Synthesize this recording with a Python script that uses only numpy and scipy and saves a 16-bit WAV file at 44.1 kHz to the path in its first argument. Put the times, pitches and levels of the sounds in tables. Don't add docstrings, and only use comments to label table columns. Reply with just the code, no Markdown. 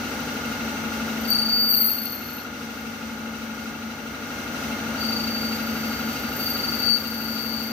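import sys
import numpy as np
from scipy import signal
from scipy.fft import rfft, irfft, next_fast_len
from scipy.io import wavfile
from scipy.ndimage import uniform_filter1d, map_coordinates

SR = 44100
rng = np.random.default_rng(int(sys.argv[2]) if len(sys.argv) > 2 else 0)


def wav_out(sig):
    wavfile.write(sys.argv[1], SR, np.round(np.clip(np.atleast_2d(sig).T, -1, 1) * 32767).astype(np.int16))


def convert_level_to_amplitude(level_db):
    exponent = np.asarray(level_db, float) / 20
    return 10 ** exponent


N = 340442
T = np.arange(N) / SR

SHAFT_HZ, BELT_HZ, SPINDLE_HZ = 12.4138, 5.4382, 28.4
# order, level_db, left_right_db, left_lead_rad
SHAFT_ORDERS = [(5, -59.0, 2.0, -0.0), (6, -58.0, 2.0, -0.0), (7, -61.0, 0.0, -0.2), (8, -50.0, -4.0, 0.2),
                (11, -65.0, -7.0, 0.6), (14, -59.0, 5.0, 0.1), (16, -61.0, 1.0, 0.0), (18, -37.0, 3.0, 0.0),
                (19, -51.0, 3.0, 0.1), (20, -41.0, 2.0, -0.1), (21, -51.0, 2.0, 0.2), (22, -44.0, 1.0, 0.0),
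                (23, -59.0, 2.0, 0.1), (24, -48.0, 3.0, -0.1), (25, -62.0, 2.0, -0.2),
                (27, -61.0, 3.0, 0.2), (28, -60.0, 3.0, -0.0), (29, -62.0, 1.0, 0.2), (32, -59.0, 0.0, 0.2),
                (33, -62.0, 3.0, 0.5), (38, -52.0, 3.0, 0.2), (46, -54.0, 2.0, -0.7), (51, -62.0, 5.0, 0.4),
                (53, -61.0, 5.0, -0.0)]
# order, level_db, left_right_db, left_lead_rad
GEAR_ORDERS = [(79, -68.0, 1.0, 0.5), (97, -58.0, 0.0, -0.7), (101, -55.0, 5.0, 0.0),
               (103, -56.0, -1.0, 0.7), (104, -58.0, 1.0, 1.3), (106, -56.0, -1.0, -0.8),
               (108, -57.0, -5.0, -1.2), (109, -54.0, -6.0, -0.1), (110, -56.0, -1.0, -0.2),
               (111, -53.0, -2.0, 1.2), (112, -52.0, 0.0, -0.6), (113, -52.0, -7.0, 2.8),
               (114, -44.0, 19.0, 2.2), (116, -43.0, 1.0, -0.9), (120, -61.0, -2.0, -2.1),
               (121, -61.0, -2.0, 2.1), (126, -64.0, -5.0, 1.0), (129, -60.0, -5.0, 1.9),
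               (141, -64.0, -3.0, 1.0), (175, -55.0, 15.0, 2.3), (184, -61.0, 7.0, 2.7),
               (195, -63.0, 1.0, 1.9), (198, -65.0, 2.0, 1.0), (206, -64.0, 0.0, 1.1),
               (212, -59.0, 2.0, -0.0), (215, -59.0, -4.0, -0.9), (223, -56.0, 8.0, 0.6),
               (224, -61.0, 5.0, 0.2), (227, -65.0, 4.0, 0.1), (236, -65.0, -1.0, 1.6)]
# order, level_db, left_right_db, left_lead_rad
BELT_ORDERS = [(8, -70.0, 0.0, 0.3), (11, -65.0, 2.0, -0.0), (12, -60.0, 3.0, -0.0), (13, -55.0, 2.0, 0.0),
               (15, -63.0, 3.0, -0.0), (17, -63.0, -1.0, -0.0), (20, -64.0, -2.0, -0.1),
               (26, -62.0, 3.0, 0.3), (27, -63.0, 2.0, 0.2), (28, -52.0, 2.0, 0.0), (29, -60.0, 2.0, 0.1),
               (30, -58.0, 1.0, -0.2), (31, -61.0, 1.0, 0.1), (34, -60.0, 1.0, 0.1), (38, -54.0, 3.0, -0.1),
               (39, -49.0, 3.0, -0.0), (40, -50.0, 3.0, -0.1), (42, -44.0, 3.0, 0.0),
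               (59, -58.0, 2.0, -0.1), (61, -55.0, 4.0, -0.1), (63, -61.0, 3.0, -0.0),
               (84, -58.0, 5.0, -0.5), (106, -55.0, 10.0, -0.9), (109, -62.0, 0.0, 0.0)]
# line_hz, level_db, left_right_db, left_lead_rad
INVERTER_LINES = [(5846.0, -67.0, -3.0, -2.3), (5963.4, -63.0, -7.0, 0.5), (5994.6, -51.0, 6.0, 1.2),
                  (6026.1, -61.0, -12.0, 1.4), (6041.0, -63.0, -8.0, -2.6), (6143.7, -64.0, 0.0, -1.4),
                  (7507.5, -65.0, 11.0, 0.4), (8945.3, -70.0, -7.0, -1.0), (11782.5, -75.0, 5.0, 1.7),
                  (11896.1, -74.0, 9.0, 2.9), (11958.3, -58.0, 1.0, -0.4), (11974.7, -67.0, 9.0, -2.1),
                  (11989.7, -64.0, 5.0, -0.2), (12020.6, -65.0, 3.0, 2.7), (12083.3, -68.0, 1.0, -2.9),
                  (12259.0, -73.0, 9.0, -2.6), (14940.3, -69.0, 2.0, 2.5), (14971.2, -71.0, 0.0, 0.2),
                  (15002.4, -70.0, -3.0, -1.4), (15014.6, -57.0, 21.0, -0.6), (15033.7, -63.0, -5.0, 2.0)]
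# freq_hz, density_db_per_hz
RUMBLE = [(21, -53), (35, -26), (80, -15), (168, -13), (235, -8), (378, -11), (470, -11), (699, -15),
          (852, -9.5), (1040, -20), (1400, -10), (1740, -17.5), (2120, -12.5), (2440, -20.5), (4000, -23),
          (5200, -10), (8800, -120)]
# freq_hz, density_db_per_hz
FAN_HISS = [(1470, -36), (2500, -6.5), (2700, -6.5), (3570, -8), (3890, -10), (5270, -6), (6150, -8),
            (6300, -8.5), (7950, -16.5), (10600, -19.5), (11700, -14), (14100, -23.5), (15400, -13),
            (16000, -54)]
# freq_hz, width_hz, level_db
CASTING_MODES = [(225.6, 18, -49), (508, 73, -51), (892, 51, -57), (1244, 250, -46.5), (1607, 32, -52.5),
                 (2136, 23, -52), (3933, 130, -54.5)]
# freq_hz, level_db
BALL_TONES = [(155.7, -58), (657.6, -57), (717.5, -59), (781, -56), (829, -58), (842.5, -52), (871.4, -58),
              (1196.5, -57), (1617, -54), (1885, -61), (2024, -61), (2129, -55), (2153, -56), (2287, -57),
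              (2555, -60), (2982, -61), (3013, -61), (3075, -61)]
# freq_hz, left_right_likeness
LIKENESS = [(60, 0.96), (130, 0.85), (290, 1), (640, 0.99), (1410, 0.14), (3100, 0.048), (6820, 0.026),
            (15000, 0.061)]
# freq_hz, left_right_db
NOISE_LEAN = [(60, 2), (130, 1.5), (290, -1), (640, 5.5), (1410, 1.5), (3100, 1), (6820, 0.5), (15000, 10)]
MACHINE_DB = 1.5

# start_s, level_db, rise_s, hold_s, fall_s
CHIP_SWELLS = [
    (1.2, -53, 0.37, 0.43, .1),
    (1.215, -45, .04, .05, .05),
    (1.285, -36, 0.03, 0.046, 0.14),
    (2.8, -58, .2, .03, .04),
    (5.0, -46.5, .06, 1.23, .1),
    (6.39, -36, 0.15, .11, 0.18),
    (6.5, -42.5, .1, 1.18, 0.11),
    (6.8, -42, .1, .02, .1),
]
RUB_HZ = 13110
# start_s, depth_db, attack_s, let_go_s, release_s
GAIN_DUCKS = [
    (1.24, 5, 0.64, 4.04, 0.62),
    (6.88, 3, 0.037, 8, .6),
]

# time_s, pitch_hz
SQUEAL_PITCH = [(1.25, 4590), (1.38, 4578), (1.56, 4596), (1.685, 4610), (1.705, 4598), (1.76, 4592),
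                (1.79, 4580), (1.92, 4566), (2.0, 4580), (4.97, 4591), (5.3, 4597), (6.37, 4597),
                (6.43, 4606), (6.55, 4584), (6.64, 4591), (6.84, 4585), (6.95, 4592), (7.72, 4593)]
# start_s, level_db, rise_s, hold_s, fall_s
UPPER_SWELLS = [(1.252, -40, .01, .01, .02), (1.29, -36, .03, .02, .02), (1.335, -29, .03, .08, .3),
                (1.54, -25, .13, .08, .15), (1.64, -27, .05, .058, .02), (1.72, -31, .02, .04, .05),
                (1.79, -30, .05, .005, .12), (1.92, -43, .1, .05, .15), (5.0, -41, .04, .09, .1),
                (5.1, -38, .06, .45, .04), (5.6, -47, .04, .77, .1), (6.41, -36.5, .03, .15, .2),
                (6.64, -35.5, .15, .06, .03), (6.72, -44, .02, .02, .04), (6.79, -37.5, .025, .04, .1),
                (6.9, -44, .05, .11, .05), (7.0, -48, .1, .25, 1.5)]
# start_s, level_db, rise_s, hold_s, fall_s
LOWER_SWELLS = [(1.31, -24.5, .025, .02, .2), (1.4, -36, .1, .1, .3), (1.71, -27, .015, .05, .14),
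                (1.85, -33, .1, .02, .2), (2.05, -51, .1, .05, .12), (5.0, -39, .04, .02, .1),
                (5.025, -35.5, .04, .04, .55), (6.45, -40, .08, .2, .2), (6.68, -36, .15, .02, .1),
                (6.728, -34.5, .02, .02, .08), (6.78, -38.5, .03, .05, .1), (6.885, -22.5, .11, .065, .055),
                (7.0, -41, .05, .3, .1), (7.33, -37, .3, .27, .7)]
# time_s, gap_hz
LINE_GAP = [(4.9, 28.4), (4.91, 26.3), (5.22, 26.3), (5.24, 28.4), (5.6, 28.4), (6.0, 29), (6.42, 28.4),
            (6.5, 23), (6.7, 22.2), (6.72, 14), (6.77, 14), (6.785, 28), (6.95, 28.4)]
# time_s, level_db
SECOND_HARMONIC = [(1.28, -30), (1.3, -15), (1.42, -14), (1.56, -27), (1.61, -23), (1.68, -15), (1.7, -24),
                   (4, -23)]
# start_s, level_db, rise_s, hold_s, fall_s
TIP_SINGS_SWELLS = [
    (1.42, -51, .03, 0.11, .1),
    (1.62, -30.5, 0.18, 0.077, 0.32),
]
THIRD_DB = -24
SECOND_PASS_S = 4
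LOWER_LAG_TURNS = (.47, .8)

# start_s, level_db, rise_s, hold_s, fall_s
CHATTER_SWELLS = [
    (1.702, -20, 0.012, 0.16, 0.22),
    (2.07, -34, 0.11, 0.064, 0.13),
    (2.2, -44, .1, 0.21, .06),
]
# time_s, peak_db, ring_hz, half_length_s
EDGE_BITES = [
    (1.305, -11, 13700, 0.0022),
    (1.313, -21, 13600, .002),
    (1.691, -15, 13550, .0025),
    (1.989, -19, 13450, .002),
]
# time_s, peak_db
SHANK_RAPS = [(1.8223, -24), (1.8652, -27), (1.9155, -23), (1.951, -35), (1.9684, -26), (1.9869, -22),
              (2.0602, -28), (2.0697, -23), (2.1306, -27), (2.1695, -36), (2.2867, -34), (2.3221, -36),
              (2.4009, -37)]
# time_s, peak_db
CHIP_SNAGS = [
    (1.9165, -15),
    (2.0283, -26),
    (2.0567, -23),
    (2.0862, -27),
    (2.0981, -25),
    (2.2029, -34),
    (2.2777, -34),
    (2.3087, -30),
    (2.368, -34),
]
RAP_HALF_S, SNAG_HALF_S, RAP_DB, SNAG_DB = 0.0038, .003, -3.5, -1
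TIP_HZ, TIP_SAG_HZ_PER_S = 13590, 400
RATTLE_HZ, RATTLE_SAG_HZ_PER_S = 4520, 160
RATTLE_DB, RATTLE_GROWS = -20.5, 0.6
SHANK_LOW_HZ, SHANK_LOW_DB = 4280, -7
DIG_S, DIG_DB, DIG_HALF_S = 1.303, -33, .002

# tip_level_db, from_hz, to_hz
EMPTIED_BANDS = [
    (-34, 15250, 16500),
    (-29, 14450, 15250),
    (-28.5, 10300, 11700),
    (-24.5, 9700, 12300),
]


def unit(x):
    return x / np.sqrt(np.mean(np.abs(x) ** 2) + 1e-20)


def along(points, hz):
    f, v = np.transpose(points)
    return np.interp(np.log(hz + 1), np.log(f + 1), v)


def wobble(rate_hz):
    return map_coordinates(rng.standard_normal(int(N * rate_hz / SR) + 4), [T * rate_hz])


def swells(rows):
    def under(start_s, rise_s, hold_s, fall_s):
        before = (start_s - T) / abs(rise_s)
        after = (T - start_s - hold_s) / abs(fall_s)
        return np.maximum(np.maximum(before, after), 0)

    power = sum(convert_level_to_amplitude(db - 20 * np.minimum(under(s, *shape), 10)) ** 2 for s, db, *shape in rows)
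    return np.sqrt(power)


def filtered(x, response):
    m = next_fast_len(N + 8192)
    return irfft(rfft(x, m) * response(np.fft.rfftfreq(m, 1 / SR)), m)[..., :N]


def ears(pan_db, lead_rad):
    side = np.array([.5, -.5])[:, None]
    level = convert_level_to_amplitude(side * pan_db) / np.sqrt(np.cosh(pan_db * np.log(10) / 20))
    return level * np.exp(1j * side * lead_rad)


def turning(orders, turns, angle, scatter, bend=0, size=16384):
    k, db, pan_db, lead_rad = np.transpose(orders)
    phase = -2 * np.pi * k * angle + scatter * rng.standard_normal(len(k))
    phase = phase + 2 * np.pi * bend * (k - k[np.argmax(db)]) ** 2
    phase = phase - np.angle(ears(pan_db, lead_rad).sum(0))
    lines = np.zeros((2, size // 2 + 1), complex)
    lines[:, np.round(k).astype(int)] = convert_level_to_amplitude(db) * np.exp(1j * phase) * ears(pan_db, lead_rad)
    table = irfft(lines, size) * size / np.sqrt(2)
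    return np.array([np.interp(turns % 1 * size, np.arange(size), side, period=size) for side in table])


def rush(gain):
    def mid_side(hz):
        turn = np.arccos(np.clip(along(LIKENESS, hz), 0, 1)) / 2
        return gain(hz) * [np.cos(turn), np.sin(turn)]

    mid, side = filtered(rng.standard_normal((2, N)), mid_side)
    lean = lambda hz: convert_level_to_amplitude(np.outer([.5, -.5], along(NOISE_LEAN, hz)))
    return unit(filtered(np.array([mid + side, mid - side]), lean))


def narrow(hz, width_hz, lump_db):
    base = filtered(rng.standard_normal((2, N)), lambda f: 1 / (1 + (2 * f / width_hz) ** 4))
    lumps = convert_level_to_amplitude(lump_db * wobble(140))
    carrier = np.exp(2j * np.pi * np.cumsum(hz) / SR)
    return unit(lumps * (base[0] + 1j * base[1])) * np.sqrt(2) * carrier


def drive():
    shaft = SHAFT_HZ * T + .0016 * wobble(2.5) + .0002 * wobble(14)
    hum = turning(SHAFT_ORDERS, shaft, angle=.86, scatter=.15, bend=.054)

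    beat = 18 * (shaft - .36) - (18 * SHAFT_HZ - 41 * BELT_HZ) * (T - .28)
    partner = -convert_level_to_amplitude(-41.5 + np.array([[4.5], [1.5]])) * np.cos(2 * np.pi * beat)

    mesh_scatter = np.where(abs(np.transpose(GEAR_ORDERS)[0] - 112) < 5, .15, 3)
    mesh = turning(GEAR_ORDERS, shaft, angle=.455, scatter=mesh_scatter)
    mesh = mesh * convert_level_to_amplitude(.7 * wobble(6) + .5)

    k = np.arange(30, 300)
    faint_db = along(RUMBLE, k * SHAFT_HZ) + rng.normal(-50.5, 3.1, len(k))
    strong = np.isin(k, np.transpose(SHAFT_ORDERS + GEAR_ORDERS)[0])
    faint_db = np.where(strong, -120, faint_db)
    faint = [k, faint_db, rng.normal(2.4, 4.0, len(k)), rng.normal(0, 1.84, len(k))]
    small = turning(np.transpose(faint), shaft, angle=0, scatter=3.6)

    belt = turning(BELT_ORDERS, BELT_HZ * T + 0.00029 * wobble(2.58), angle=0, scatter=5.09)
    return hum + partner + mesh + small + belt


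def inverter():
    span_s = N / SR
    cycles = np.multiply(INVERTER_LINES, [span_s, 1, 1, 1])
    return turning(cycles, T / span_s, angle=0, scatter=3.53, size=N)


def bearings():
    body = convert_level_to_amplitude(-38) * rush(lambda hz: convert_level_to_amplitude(along(RUMBLE, hz)) * (hz < 4600))
    air = convert_level_to_amplitude(-42.0 + 0.96 * wobble(16)) * rush(lambda hz: convert_level_to_amplitude(along(FAN_HISS, hz)))

    def casting(f):
        return sum(convert_level_to_amplitude(db) * np.sqrt(100 / w) / (1 + (2 * (f - hz) / w) ** 2) for hz, w, db in CASTING_MODES)

    def head_modes(f):
        return 1 / (1 + (2 * (f - 2740) / 240) ** 2) + .45 / (1 + (2 * (f - 3930) / 200) ** 2)

    knock = unit(np.exp(2.5 * np.cos(2 * np.pi * (SHAFT_HZ * T - .62))))
    head = convert_level_to_amplitude(-47) * knock * rush(head_modes)
    air = air * (1 + .03 * knock)
    return body + air + head + convert_level_to_amplitude(-41.5) * rush(casting)


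def balls():
    out = 0
    for hz, db in BALL_TONES:
        level = convert_level_to_amplitude(db + 1.5 + 1.5 * wobble(4))
        tone = level * np.exp(2j * np.pi * hz * T + 1j * hz / 1800 * wobble(5))
        out = out + tone * ears(rng.normal(2, 3), rng.normal(0, hz / 2000))
    return out.real


def chips():
    hz = np.full(N, RUB_HZ)
    throb = 1 + .3 * np.cos(2 * np.pi * (SPINDLE_HZ * T + .1 * wobble(3)))
    tip = narrow(hz, width_hz=320, lump_db=1.5) * ears(5.4, -1.2)
    tip = tip + 0.91 * narrow(hz + 350, width_hz=870, lump_db=0.0) * ears(4.5, -.6)
    spray = convert_level_to_amplitude(-5.5) * rush(lambda f: f / (f + 6000))
    graze = 1 + .8 * np.cos(2 * np.pi * SPINDLE_HZ * (T - 1.286))
    throb = throb * np.where(T < 1.3, graze, 1)
    return swells(CHIP_SWELLS) * throb * (tip.real + spray)


def shop(x, t60_s=0.18):
    t = np.arange(SR // 2) / SR
    tail = rng.standard_normal((2, len(t))) * convert_level_to_amplitude(-60 * t / t60_s) * (t > .004)
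    return signal.fftconvolve(x, tail / np.linalg.norm(tail[0]), axes=1)[:, :N]


def camera_gain():
    ramp = lambda start_s, length_s: np.clip((T - start_s) / length_s, 0, 1)
    duck_db = sum(db * (ramp(s, attack) - ramp(free, release)) for s, db, attack, free, release in GAIN_DUCKS)
    return convert_level_to_amplitude(MACHINE_DB - duck_db)


def squeal():
    per_pass = lambda pair: np.where(T < SECOND_PASS_S, *pair)
    hz = np.interp(T, *np.transpose(SQUEAL_PITCH))
    high, low = swells(UPPER_SWELLS), swells(LOWER_SWELLS)
    both = np.hypot(high, low)

    upper = high * convert_level_to_amplitude(wobble(30)) * np.exp(2j * np.pi * np.cumsum(hz) / SR)
    lower_hz = hz - np.interp(T, *np.transpose(LINE_GAP))
    turns = np.cumsum(lower_hz) / SR - per_pass(LOWER_LAG_TURNS)
    lower = low * convert_level_to_amplitude(wobble(30)) * np.exp(2j * np.pi * turns)

    blur = np.sqrt(2) * np.exp(.08j * wobble(60))
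    friction = np.minimum(.2, .0022 / both)
    blur = blur * (1 + friction * narrow(np.zeros(N), width_hz=300, lump_db=2))
    swing = blur * (upper + lower)
    cycle = np.exp(1j * np.angle(swing))
    beat = np.abs(swing) / both

    out = convert_level_to_amplitude(4.3) * blur * (upper * ears(2, 1.9) + lower * ears(per_pass((13.5, 17)), 2.7))
    above = np.minimum(high, low) * per_pass((0, .4)) * (T < 6.72)
    above = above * np.exp(1j * (2 * np.angle(upper) - np.angle(lower)))
    out = out + convert_level_to_amplitude(4.3) * above * ears(6, 1.1)

    second = convert_level_to_amplitude(np.interp(T, *np.transpose(SECOND_HARMONIC)))
    out = out + second * swing * cycle * ears(11.0, 2.6)
    sings = swells(TIP_SINGS_SWELLS)
    frayed = 1 + .17 * narrow(np.zeros(N), width_hz=350, lump_db=2.5)
    out = out + beat * (convert_level_to_amplitude(THIRD_DB) * both + sings) * cycle ** 3 * frayed * ears(7.9, -.9)
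    out = out + convert_level_to_amplitude(-10) * sings * narrow(3 * hz - 100, width_hz=900, lump_db=4.0) * ears(5, -1.1)

    scrape = convert_level_to_amplitude(-25) * np.minimum(both, .03) * narrow(hz - 110, width_hz=500, lump_db=1.5) * ears(3.1, .3)
    return (out + scrape).real


def chatter():
    start_s = CHATTER_SWELLS[0][0]
    size, since = swells(CHATTER_SWELLS), np.clip(T - start_s, 0, 1)

    hz = TIP_HZ - TIP_SAG_HZ_PER_S * since + 40 * wobble(30)
    locked = np.clip(1 - since / .4, 0, 1) * .75
    rough = narrow(hz, width_hz=330, lump_db=3.0)
    held = rough / np.sqrt(np.abs(rough) ** 2 + .3) * 1.7
    tip = (locked * held + (1 - locked) * rough) * ears(4.5, -1.1)
    tip = tip + (.2 + since) * narrow(hz - 300, width_hz=700, lump_db=4) * ears(4.5, -1.0)
    middle = narrow(hz * 2 / 3, width_hz=380, lump_db=2.5) * ears(10, 1.5)

    shank = narrow(RATTLE_HZ - RATTLE_SAG_HZ_PER_S * since, width_hz=240, lump_db=3) * ears(9.1, 0.95)
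    soft = narrow(SHANK_LOW_HZ - 60 * since, width_hz=170, lump_db=2.5) * ears(5, .6)
    shank = shank + convert_level_to_amplitude(SHANK_LOW_DB) * soft
    shank = shank * np.clip(since / .09, 0, 1)
    out = size * (tip + convert_level_to_amplitude(-23.5) * middle) + convert_level_to_amplitude(RATTLE_DB) * size ** RATTLE_GROWS * shank

    dig = np.exp(-((T - DIG_S) / DIG_HALF_S) ** 2)
    out = out + convert_level_to_amplitude(DIG_DB) * dig * rush(lambda f: f / (f + 3000))

    tip_hz = lambda s: TIP_HZ - TIP_SAG_HZ_PER_S * (s - start_s)
    rattle_hz = lambda s: RATTLE_HZ - RATTLE_SAG_HZ_PER_S * (s - start_s)
    rings = [(s, db, ring_hz, half_s, -1.1) for s, db, ring_hz, half_s in EDGE_BITES]
    rings += [(s, db + SNAG_DB, tip_hz(s), SNAG_HALF_S, -1.1) for s, db in CHIP_SNAGS]
    rings += [(s, db + RAP_DB, rattle_hz(s), RAP_HALF_S, .95) for s, db in SHANK_RAPS]
    for s, db, ring_hz, half_s, lead_rad in rings:
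        at = slice(round((s - .01) * SR), round((s + .03) * SR))
        late = (T[at] - s) / half_s
        shape = np.exp(-np.where(late < 0, 2 * late, late) ** 2)
        out[:, at] += convert_level_to_amplitude(db) * shape * np.exp(2j * np.pi * ring_hz * T[at]) * ears(5.0, lead_rad)
    return out.real


def scene():
    machine = camera_gain() * (drive() + inverter() + bearings() + balls())
    line, rough = squeal(), chips() + chatter()
    return machine + line + rough + shop(convert_level_to_amplitude(-27) * line + convert_level_to_amplitude(-16) * rough)


def roll_off(x):
    return signal.sosfilt(signal.butter(12, 16460, fs=SR, output="sos"), x)


def record(dry):
    kept = filtered(dry, lambda hz: np.clip((15890 - hz) / 120, 0, 1))
    tip = filtered(kept.mean(0), lambda hz: abs(hz - 13500) < 700)
    power = np.roll(uniform_filter1d(tip ** 2, size=4096), 1100)
    for over_db, lo_hz, hi_hz in EMPTIED_BANDS:
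        emptied = uniform_filter1d(1. * (power > convert_level_to_amplitude(2 * over_db)), size=512)
        kept = kept - emptied * filtered(kept, lambda hz: (hz > lo_hz) & (hz < hi_hz))
    return roll_off(kept)


dry = scene()
out = record(dry)
wav_out(out)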